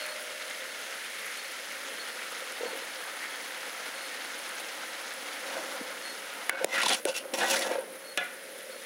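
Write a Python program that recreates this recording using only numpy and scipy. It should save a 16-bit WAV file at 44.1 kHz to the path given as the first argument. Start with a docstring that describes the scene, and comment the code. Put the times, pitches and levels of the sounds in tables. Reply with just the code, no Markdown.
"""Outdoors, chopped vegetables sizzle in a large metal pot: random clicks ring bubbles of many sizes over hiss.
Late on, a long iron stirrer knocks the wall, scrapes along the bottom and turns the pieces over: uneven slips
and short blows excite the resonances of the pot. Dull thuds are pushes into one low resonance each.
A cricket-like chirp, a sagging tone with its octave, repeats nearby, and a struck vessel dies away at first.
One microphone, with a limiter that ducks loud knocks and lets go slowly."""
import sys
import numpy as np
from scipy import signal
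from scipy.fft import rfft, irfft
from scipy.io import wavfile
from scipy.ndimage import uniform_filter1d

SR = 44100
rng = np.random.default_rng(int(sys.argv[2]) if len(sys.argv) > 2 else 0)


def log_audio(samples):
    """Write samples as a 16-bit WAV file to the path given in sys.argv[1]."""
    # one column per channel
    frames = np.atleast_2d(samples).T
    # limit to full scale, then quantise
    limited = np.clip(frames, -1, 1)
    pcm = np.round(limited * 32767).astype(np.int16)
    wavfile.write(sys.argv[1], SR, pcm)


N = 390285   # samples

# resonances of the pot, rubbed or struck: centre_hz, nominal_width_hz, relative_level_db
POT_MODES = [(351.5, 31, -9.5), (550, 28, 1), (716, 170, -11.5), (773, 12, -7), (897, 54, -8),
             (1200, 29, -15), (1400, 11, -0.5), (1505, 11, -1), (1680, 410, 1), (1940, 23, -1.5),
             (2145, 52, -14), (2490, 25, -4), (2680, 82, -2), (2900, 110, -1.5), (3430, 190, 1),
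             (4000, 170, -3), (4870, 55, -28), (5580, 95, -7), (5900, 140, -6), (6260, 180, -9),
             (6700, 100, -7), (7650, 1500, -7), (10130, 1900, -6)]


def from_db(db):
    """Decibels to gain."""
    return 10 ** (np.asarray(db) / 20)


def rms_one(x):
    """Scale to rms 1."""
    return x / np.sqrt(np.mean(x ** 2) + 1e-30)


def in_time(rows):
    """Columns of a table as curves over every sample."""
    times_s, *columns = np.transpose(rows)
    return [np.interp(np.arange(N) / SR, times_s, column) for column in columns]


def drift(rate_hz):
    """Slow chance: noise twice through a one-pole low-pass, rms 1, made at an eighth of the sample rate."""
    pole = np.exp(-16 * np.pi * rate_hz / SR)
    noise = rng.standard_normal(N // 8 + 8002)
    slow = signal.lfilter([1], [1, -2 * pole, pole * pole], noise)[8000:]   # skip the filter's start
    return np.interp(np.arange(N) / 8, np.arange(len(slow)), rms_one(slow))


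def colour(x, spectrum):
    """Causal (minimum-phase) filter with the given spectrum; white noise keeps its rms."""
    hz, db = np.transpose(spectrum)
    grid_hz = np.maximum(np.arange(2049) * SR / 4096, 1)
    cepstrum = irfft(np.log(from_db(np.interp(np.log(grid_hz), np.log(hz), db))))
    cepstrum[1:2048] *= 2   # fold the cepstrum forward in time for minimum phase
    cepstrum[2049:] = 0
    response = irfft(np.exp(rfft(cepstrum)))
    return signal.oaconvolve(x, response / np.sqrt(np.sum(response ** 2)))[:len(x)]


def band_pass(x, low_hz, high_hz):
    """Keep one band, with gentle slopes."""
    return signal.sosfilt(signal.butter(2, [low_hz, high_hz], "band", fs=SR, output="sos"), x)


def ring(x, hz, t60):
    """Two-pole resonance: a unit click sets a sine of starting height 1 ringing, 60 dB down after t60 s."""
    radius, angle = from_db(-60 / (t60 * SR)), 2 * np.pi * hz / SR
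    return signal.lfilter([0, np.sin(angle)], [1, -2 * radius * np.cos(angle), radius ** 2], x + 1e-18)


def grains(per_s, spread_db):
    """Random clicks of either sign, a few much larger than the rest; rms 1."""
    sizes = from_db(spread_db * np.minimum(rng.exponential(1, N), 5)) * rng.choice([-1, 1], N)
    return rms_one(sizes * (rng.random(N) < per_s / SR))


def add(out, start_s, sound):
    """Mix a short sound in at start_s."""
    at = round(start_s * SR)
    part = sound[max(-at, 0):N - at]
    out[max(at, 0):max(at, 0) + len(part)] += part


def bursting(spectrum, low_hz, high_hz, per_s, cycles, smooth, patchy_db):
    """Bubbles of sixteen sizes burst, each ringing a few cycles, over a smooth hiss; rms 1."""
    clicks, dealt = grains(per_s, spread_db=1.0), rng.integers(0, 16, N)
    together = drift(30.0)   # flicker shared by all sizes
    bubbles = np.zeros(N)
    for k, hz in enumerate(np.geomspace(low_hz, high_hz, 16)):
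        one_size = rms_one(ring(clicks * (dealt == k), hz, cycles / hz)) * np.sqrt(hz)   # equal power per Hz
        bubbles += one_size * from_db(patchy_db * (0.73 * together + drift(23) + 0.63 * drift(2.5)))
    hiss = rng.standard_normal(N)
    mix = np.sqrt(1 - smooth) * rms_one(bubbles) + np.sqrt(smooth) * hiss   # smooth: the hiss's share of power
    return rms_one(colour(mix, spectrum))


def simmer():
    """Bubbling, fizz and spits of the food, and the air in the pot humming along."""
    # the simmer dies down when the food is turned: time_s, bubbling_db, deep_bubbles_db, pot_air_hum_db
    simmer_levels = [(0.0, -39.5, -43, -51.5), (0.6, -40, -43.5, -50), (0.95, -38.5, -42.5, -50.5),
                     (1.2, -39, -44.5, -51), (1.5, -39, -40.5, -51.5), (1.85, -40, -41, -49.5),
                     (3.05, -40, -38.5, -50), (3.25, -39.5, -38, -53.5), (3.6, -40, -38, -50),
                     (5.4, -39.5, -37, -50), (5.75, -40.5, -33, -46), (6.05, -41, -39.5, -48.5),
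                     (6.9, -41, -35, -52), (7.04, -51.5, -57, -47.5), (7.25, -49.5, -39.5, -44.5),
                     (7.9, -48.5, -43.5, -44), (7.98, -48.5, -45, -49.5), (8.35, -47.5, -49.5, -49.5),
                     (8.67, -46, -50, -46), (8.85, -44.5, -49, -51)]
    # spectrum of the bubbling: frequency_hz, relative_density_db (per Hz)
    bubbling_spectrum = [(140, -35.5), (210, -17.5), (290, -9.5), (390, -18), (520, -14), (700, -6.5),
                         (900, -6.5), (1150, -7.5), (1300, -1.5), (2200, -0.5), (2380, -5), (3200, -6),
                         (4240, -9), (4750, -10.5), (5200, -10), (5700, -12.5), (6300, -11), (7000, -14.5),
                         (9000, -18), (11700, -37)]
    # spectrum of the fizz: frequency_hz, relative_density_db (per Hz)
    fizz_spectrum = [(6500, -46), (8300, -14.5), (9800, 1.5), (11300, -7.5), (13500, -11), (16000, -11.5)]
    bubbling_db, deep_db, hum_db = in_time(simmer_levels)

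    bubbles = bursting(bubbling_spectrum, low_hz=250, high_hz=8200, per_s=4000, cycles=7.4,
                       smooth=0.8, patchy_db=2.76)
    deep = signal.sosfiltfilt(signal.butter(3, 1150, fs=SR, output="sos"), bubbles)
    # the deep part is swapped for itself at its own level
    bubbling = bubbles + (from_db(deep_db - bubbling_db) - 1) * deep
    bubbling += from_db(-13.0) * singing_bubbles()
    out = from_db(bubbling_db) * bubbling

    fizz_db = -49 + 0.25 * (bubbling_db + 40)   # follows a quarter of the bubbling's swing about -40 dB
    out += from_db(fizz_db) * bursting(fizz_spectrum, low_hz=6960, high_hz=16400, per_s=3800, cycles=5.8,
                                       smooth=0.78, patchy_db=5.0)

    unsteady_noise = rng.standard_normal(N) * from_db(0.81 * drift(18))
    hum = ring(unsteady_noise, hz=529, t60=1.78 / 47)
    return out + surges() + small_spits() + from_db(hum_db) * rms_one(hum) + loud_spits()


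def singing_bubbles():
    """Lone larger bubbles ring about twenty cycles and rise in pitch as they reach the surface; rms 1."""
    out = np.zeros(N)
    for when, size, strength, rise in rng.random((900, 4)):
        hz = 1320 * 3.2 ** size
        cycles = np.arange(round(40 * SR / hz)) * hz / SR
        shape = np.minimum(cycles / 2, 1) * np.exp(-cycles / 20.0)
        tone = np.sin(2 * np.pi * cycles * (1 + 0.0031 * rise * cycles))
        add(out, when * N / SR, from_db(5.9 * strength - 1.2 * size) * shape * tone)
    return rms_one(out)


def surges():
    """Froth rises for a moment, its bubbles all of a size: swells of clicks in one broad resonance."""
    # swells: middle_s, half_length_s, level_db (rms, at the middle), pitch_hz
    froth_swells = [(1.25, .13, -44, 2060), (2.66, .06, -46.5, 854), (3.24, .1, -44.5, 1880),
                    (5.56, 0.073, -44.5, 1010)]
    t = np.arange(N) / SR
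    out = np.zeros(N)
    for middle_s, half_s, level_db, hz in froth_swells:
        froth = rms_one(ring(grains(3000, spread_db=3.5), hz, t60=2.4 / 320))
        out += from_db(level_db) * np.exp(-((t - middle_s) / half_s) ** 2) * froth
    return out


def small_spits():
    """Tiny droplets burst at random, each a brief high tick of its own pitch."""
    per_s, loudest_db, spread_db = 9.6, -36, 13
    lowest_hz, range_octaves, ring_cycles = 5000, 1.1, 15   # cycles until 60 dB down
    out, tap = np.zeros(N), np.eye(1, 300)[0]
    for when, size, pitch in rng.random((round(per_s * N / SR), 3)):
        hz = lowest_hz * 2 ** (range_octaves * pitch)
        tick = ring(tap, hz, ring_cycles / hz)
        add(out, when * N / SR, from_db(loudest_db - spread_db * size) * tick)
    return out


def loud_spits():
    """Loud spits of oil: bursts of noise about a millisecond long, kept to the treble."""
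    # spits: start_s, level_db (of the noise, ahead of the band filter)
    oil_spits = [(0.4996, -27), (1.3738, -28), (2.522, -25), (4.4927, -28), (4.603, -26.5), (5.138, -27)]
    out, samples = np.zeros(N), np.arange(60)
    for start_s, level_db in oil_spits:
        add(out, start_s, from_db(level_db) * rng.standard_normal(60) * np.exp(-samples / 37.0))
    return band_pass(out, 5000, 11000)


def ringing():
    """A vessel struck just before the start rings out in dying sines."""
    # its modes: pitch_hz, level_db (rms, at the start), t60_s
    vessel_modes = [(583, -58, 3.9), (610, -46, 3.5), (668, -56, 5.7)]
    t = np.arange(N) / SR
    out = np.zeros(N)
    for hz, level_db, t60 in vessel_modes:
        sine = np.sin(2 * np.pi * (hz * t + rng.random()))
        out += np.sqrt(2) * from_db(level_db - 60 * t / t60) * sine
    return out


def chirps():
    """A slightly wavering, sagging tone with its octave, quick to start and slower to fade."""
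    # chirps, some in two notes: start_s, length_s, level_db (rms, ahead of fades and flutter), octave_db (relative)
    chirp_notes = [(-.01, 0.094, -47.5, -14), (.075, .11, -48, -7), (0.697, 0.055, -53, -18),
                   (1.365, 0.07, -49, -18), (1.44, 0.097, -54, -18), (1.98, 0.08, -47.5, -18),
                   (2.072, 0.11, -53, -18), (2.644, 0.09, -49.5, -18), (3.297, 0.055, -51, -18),
                   (3.43, .06, -52, -18), (3.94, 0.17, -52.5, -4), (4.692, 0.07, -52, -18),
                   (5.453, .08, -53, -18), (6.015, 0.14, -48, -9), (8.03, 0.14, -52.5, -12),
                   (8.705, 0.145, -55, -12)]
    pitch_hz, sag_hz_per_s = 4340, 300
    out, waver, flutter = np.zeros(N), drift(31), drift(40)
    for start_s, length_s, level_db, octave_db in chirp_notes:
        t = np.arange(round(length_s * SR)) / SR
        at = max(round(start_s * SR), 0)
        now = slice(at, at + len(t))
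        note_hz = pitch_hz * (1 + 0.003 * waver[now]) - sag_hz_per_s * t
        phase = 2 * np.pi * np.cumsum(note_hz) / SR
        fades = np.minimum(1, t / 0.018) * np.minimum(1, (length_s - t) / (0.47 * length_s))
        shape = fades * from_db(level_db + 3.4 * flutter[now])
        tone = np.sin(phase) + from_db(octave_db) * np.sin(2 * phase)
        add(out, start_s, np.sqrt(2) * shape * tone)
    return out


def thuds():
    """Pieces dropping or pots shifted: a soft push of a few milliseconds into one low, short resonance."""
    # thuds: time_s, peak_db, pitch_hz
    dull_thuds = [(2.323, -38, 526), (2.42, -35, 527), (2.606, -29, 470), (2.631, -25, 492),
                  (2.654, -27, 486), (2.73, -33.5, 467), (2.752, -39, 502), (2.82, -39, 500),
                  (5.564, -32.5, 650), (5.599, -36, 598), (5.808, -31.5, 262), (6.611, -20.5, 516),
                  (6.861, -27, 295), (7.053, -22.5, 579), (7.053, -24, 357), (7.082, -20, 527),
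                  (7.092, -24, 544), (7.254, -35.5, 558), (7.331, -31, 294), (7.699, -28.5, 655),
                  (7.711, -21.5, 518), (7.535, -32, 752), (7.6, -38, 698), (7.418, -29, 525),
                  (7.562, -26.5, 560), (6.664, -24, 540), (8.18, -30, 557), (8.21, -34.5, 548),
                  (7.753, -25.5, 558), (7.783, -21.5, 528), (8.694, -38, 530), (8.758, -36, 550)]
    push_s = 0.0059
    t = np.arange(SR // 4) / SR
    out = np.zeros(N)
    for time_s, peak_db, hz in dull_thuds:
        swell = np.sin(np.pi * np.minimum(t / push_s, 1)) ** 2
        push = swell * (np.sin(2 * np.pi * hz * t) + 0.62 * rng.standard_normal(len(t)))
        thud = ring(push, hz, t60=0.06 * (hz / 500) ** 1.3)   # lower thuds are deader
        add(out, time_s - push_s / 4, from_db(peak_db) * thud / np.abs(thud).max())
    return out


def scraping():
    """Uneven slips of the blade excite a broad rasp and the resonances of the pot, in three registers."""
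    # stirrer shifted or dragged over metal, one list of rows a stroke:
    # time_s, dull_db, middle_db, bright_db, singing_hz (where the blade makes the pot sing), song_db (against middle)
    strokes = [
        [(2.6, -46, -51, -66, 1740, -20), (2.65, -42.5, -53, -67, 1750, -20),
         (2.84, -52.5, -55, -62, 1750, -20)],
        [(5.45, -48.5, -47, -50, 1700, -20), (5.574, -42, -43, -51, 1600, -15),
         (5.76, -64, -53, -51, 1600, -12)],
        [(6.51, -32, -30, -52, 1520, -3), (6.56, -36, -35, -58, 1520, -3), (6.585, -37, -34, -54, 1597, -1),
         (6.61, -34, -35.5, -52, 1600, 4), (6.64, -36, -41, -48, 1520, -3)],
        [(6.66, -30, -39, -40, 1885, -13), (6.7, -30.5, -33.5, -38, 2095, -3),
         (6.742, -31, -28.5, -33, 2050, 2), (6.755, -43, -29, -37, 1995, -6), (6.78, -35, -27, -37.5, 1940, -3),
         (6.805, -44, -25.5, -33, 1925, -13), (6.825, -41.5, -32, -42, 2500, -13),
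         (6.85, -32, -32, -35, 3545, -8), (6.875, -37, -29, -34, 3536, -2), (6.905, -26.5, -25, -33, 2996, -13),
         (6.935, -32.5, -22, -30, 3500, -7), (6.955, -38, -33.5, -36, 2300, -5),
         (6.975, -44, -40, -36.5, 1996, -16), (7.0, -46, -47, -51, 2010, -17)],
        [(7.06, -38, -40, -34, 2970, -10), (7.085, -31.5, -38, -41, 2680, 1), (7.102, -35, -47, -41, 2680, -10),
         (7.13, -49, -56, -53, 2680, -14)],
        [(7.141, -51, -43, -44, 2730, -2), (7.155, -46, -44, -39, 2690, 4), (7.179, -49, -37, -33.5, 2710, 2),
         (7.187, -48, -46, -34, 2660, -3), (7.194, -58, -59, -64, 2900, -6), (7.23, -57, -62, -63, 2900, -17)],
        [(7.334, -45, -58, -70, 3460, -15), (7.339, -33, -35, -33, 3400, -17),
         (7.374, -36.5, -42.5, -38.5, 2270, -22), (7.412, -30, -30, -38, 1655, -5),
         (7.44, -28, -28.5, -38, 1680, -3), (7.456, -34, -33.5, -39, 1950, -5),
         (7.49, -36, -36, -33, 2760, -15), (7.515, -29, -31, -26, 3004, -19), (7.542, -32, -27, -32, 1600, -8),
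         (7.552, -41, -37, -35, 2900, -8), (7.562, -32, -32, -33, 1913, -8), (7.6, -36, -38, -35, 2360, -12),
         (7.624, -37, -33.5, -40, 2000, -8), (7.65, -35.5, -36, -42, 1710, -3),
         (7.7, -32.5, -37.5, -43.5, 1700, -12), (7.792, -37.5, -46.5, -61, 1540, -9),
         (7.86, -48, -59, -79, 1730, -12)],
    ]
    # spectrum of the rasp: frequency_hz, relative_density_db (per Hz)
    rasp_spectrum = [(71, -40), (120, -21), (204, -4), (426, -9), (533, 6.5), (1230, -13), (1930, -7.5),
                     (3490, -13), (4830, -19.5), (10100, -20.5), (15800, -26)]
    rows = []
    for stroke in strokes:
        first, last = stroke[0], stroke[-1]
        before = (first[0] - .004, -70, -70, -70, *first[4:])
        after = (last[0] + 0.02, -70, -70, -70, *last[4:])
        rows.append([before, *stroke, after])
    *levels_db, singing_hz, song_db = in_time(np.vstack(rows))

    out = np.zeros(N)
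    clumps = drift(71)   # slips come in clumps
    for level_db, (low_hz, high_hz) in zip(levels_db, [(100, 1100), (1100, 4500), (4500, 17000)]):
        slips = grains(4000, spread_db=3.0) * from_db(2.3 * clumps + 1.0 * drift(40))
        rasp = band_pass(colour(slips, rasp_spectrum), low_hz, high_hz)
        sway_db = 3.0 if high_hz < 5000 else 2.2   # each resonance comes and goes
        modes = []
        for hz, width_hz, mode_db in POT_MODES:
            if low_hz < hz < high_hz:
                # in the middle register, modes far from the singing pitch are held back
                away_db = 12.0 * np.log2(singing_hz / hz) ** 2 * (low_hz == 1100)
                modes.append((from_db(mode_db - away_db + sway_db * drift(39)), hz, width_hz))
        evened = np.sqrt(uniform_filter1d(sum(gain ** 2 for gain, hz, width_hz in modes), size=4410))
        body = np.zeros(N)
        for gain, hz, width_hz in modes:
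            body += ring(gain / evened * slips, hz, 5.1 / width_hz) * np.sqrt(width_hz)
        out += from_db(level_db) * rms_one(rms_one(rasp) + from_db(1.0) * rms_one(body))
    out += from_db(levels_db[1] + song_db + 1.3 * clumps) * song(singing_hz)
    return out + catches()


def song(hz):
    """A narrow, hoarse tone that follows a moving pitch; rms 1."""
    wander = drift(41) + 1j * drift(41)
    return rms_one(np.real(wander * np.exp(2j * np.pi * np.cumsum(hz) / SR)))


def catches():
    """The blade catches and lets go: a short rattle rings the spot under it, with a scratch on top."""
    # catches: time_s, peak_db, centre_hz, scratch_db (against the note)
    blade_catches = [(6.738, -20.5, 2070, 0), (6.779, -15, 1940, -12), (6.816, -18, 2180, 1),
                     (6.832, -14, 1040, 0), (6.857, -17.5, 3550, -11), (6.862, -12.5, 940, -4.5),
                     (6.883, -10, 3600, 5), (6.892, -11, 3430, 5), (6.901, -20, 2200, -3),
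                     (6.917, -18, 770, -6), (6.924, -14, 3500, -5), (6.932, -11.5, 3480, 4),
                     (6.944, -14, 3200, 0), (7.074, -31, 2870, -7), (7.085, -20.5, 2740, 3),
                     (7.141, -28.5, 2680, 0), (7.169, -30, 2790, -3), (7.385, -25, 2770, 2),
                     (7.402, -26, 1700, -5), (7.416, -20, 782, -12), (7.433, -19, 1680, -8),
                     (7.441, -23, 1940, -6), (7.462, -26, 980, -3), (7.51, -21, 3200, -1),
                     (7.53, -29, 5870, -11), (7.54, -19, 1400, -8), (7.558, -20, 1710, 2),
                     (7.565, -23, 1880, -3), (7.62, -21.5, 2050, 6), (7.712, -32, 2300, -5)]
    scratch_spectrum = [(200, -15), (1500, -22), (3500, 12), (8000, -2.0), (10000, 6), (16000, -46)]   # Hz, dB
    rise_s = 0.00121
    t = np.arange(round(.06 * SR)) / SR
    out = np.zeros(N)
    for time_s, peak_db, hz, scratch_db in blade_catches:
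        length_s = 0.0017 * 2 ** (-peak_db * 0.16)   # harder catches let go sooner
        shape = np.exp(-(t / length_s) ** 1.3) * (1 - np.exp(-t / rise_s))
        rattle = rng.standard_normal(len(t)) * shape
        note = ring(rattle, hz, t60=20.0 / hz)
        scratch = colour(rattle, scratch_spectrum)
        both = rms_one(note) + from_db(scratch_db) * rms_one(scratch)
        add(out, time_s - rise_s, from_db(peak_db) * both / np.abs(both).max())
    return out


def knocks():
    """Stirrer against the wall: a short crack, then resonances near its centre rattle, the high ones dying first."""
    # blows: time_s, crack_peak_db, crack_body_hz, crack_body_t60_s,
    # ring_db, ring_centre_hz, narrowing_db (per octave squared), ring_t60_s (up to 1500 Hz)
    wall_knocks = [(6.4952, 1.5, 2100, 0.013, -24, 1850, 15, 0.4),
                   (6.6446, -1, 640, 0.013, -19, 566, 12, 0.031),
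                   (7.053, -12.5, 447, 0.016, -41, 1510, 43, 0.21),
                   (7.337, -28, 3500, .008, -42, 3610, 17, 0.083),
                   (8.1748, -11, 2530, 0.044, -32, 1920, 2.5, 0.98)]
    # spectrum of the crack: frequency_hz, relative_density_db (per Hz)
    crack_spectrum = [(150, -44), (380, -2.5), (2080, -3), (3940, -2), (5470, -9), (9640, -2.5),
                      (12500, -14.5), (15800, -16)]
    out, t = np.zeros(N), np.arange(SR // 2) / SR
    for time_s, crack_db, body_hz, body_t60, ring_db, centre_hz, narrow_db, t60 in wall_knocks:
        burst = (t == 0) + 0.24 * rng.standard_normal(len(t)) * np.exp(-t / 0.0018)
        crack = colour(burst, crack_spectrum)
        crack = rms_one(crack) + from_db(2) * rms_one(ring(crack, body_hz, body_t60))
        add(out, time_s, from_db(crack_db) * crack / np.abs(crack).max())

        dying_noise = rng.standard_normal(len(t)) * from_db(-60 * t / t60)
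        wash = ring(dying_noise, centre_hz, 1.8 / centre_hz)   # dense modes of the wall blur
        add(out, time_s, from_db(ring_db - 15.0) * wash)

        for hz, width_hz, mode_db in POT_MODES:
            mode_t60 = t60 * min(1, 1500 / hz) ** 0.94
            dying = from_db(-60 * t / mode_t60) + 7.1 * np.exp(-t / 0.0048)   # a strong first moment
            away_db = narrow_db * np.log2(hz / centre_hz) ** 2
            gain = from_db(ring_db + mode_db - away_db) * np.sqrt(width_hz / SR)
            rattle = rng.standard_normal(len(t)) * dying
            add(out, time_s, gain * ring(rattle, hz, 2.2 / max(width_hz, 120.0)))
    return out


def blade():
    """Struck iron rings in dying modes that flutter while it rattles loose against the pot."""
    # clear modes of the iron stirrer: pitch_hz, t60_s
    iron_modes = [(720, 0.27), (780, 0.19), (1378, 0.3), (1453, 0.43), (1530, 0.28), (1701, 0.25),
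                  (2024, 0.33), (2220, 0.4), (2380, 0.36), (2500, 0.13), (2850, .2), (3500, .08)]
    # knocks that set it ringing, each at another spot: time_s, list of peak_db (one a mode, ahead of the flutter)
    iron_blows = [(6.498, [-57, -35, -55, -34, -23, -38, -39, -28, -42, -50, -46, -47]),
                  (7.054, [-55, -43, -58, -37, -33, -55, -60, -55, -48, -55, -45, -55]),
                  (8.175, [-36, -41, -38, -34, -55, -26, -47, -48, -36, -26, -44, -26]),
                  (8.212, [-43, -52, -48, -40, -60, -52, -37, -55, -46, -48, -45, -55])]
    out = np.zeros(N)
    for k, (hz, t60) in enumerate(iron_modes):
        taps = np.zeros(N)
        for time_s, peaks_db in iron_blows:
            taps[round(time_s * SR)] = from_db(peaks_db[k]) * rng.choice([-1, 1])
        out += ring(taps, hz, t60) * (1 + 0.6 * drift(71))
    return out


def scene():
    """All sources reach one microphone, written to both channels."""
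    mix = simmer() + ringing() + chirps() + thuds() + scraping() + knocks() + blade()
    return np.tile(mix, (2, 1))


def record(dry):
    """The bass is cut; a limiter lags a little and lets go slowly, peaks are rounded, the top is cut."""
    threshold_db, release_db_per_s, lag_s, ceiling = -23.5, 101, 0.0015, .34
    x = signal.sosfilt(signal.butter(6, 180, "high", fs=SR, output="sos"), dry[0])
    level_db = 10 * np.log10(uniform_filter1d(x ** 2, size=88) + 1e-12)   # over two milliseconds
    fall_db = release_db_per_s * np.arange(N) / SR
    held_db = np.maximum.accumulate(level_db + fall_db) - fall_db   # jumps up, falls at the release rate
    over_db = np.maximum(held_db - threshold_db, 0)
    lag = np.exp(-1 / (lag_s * SR))
    cut_db = .8 * signal.lfilter([1 - lag], [1, -lag], over_db)
    x = ceiling * np.tanh(x * from_db(-cut_db) / ceiling)
    top_cut = signal.ellip(12, .5, 60, 15800, fs=SR, output="sos")
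    return np.tile(signal.sosfilt(top_cut, x), (2, 1))


dry = scene()
out = record(dry)
log_audio(out)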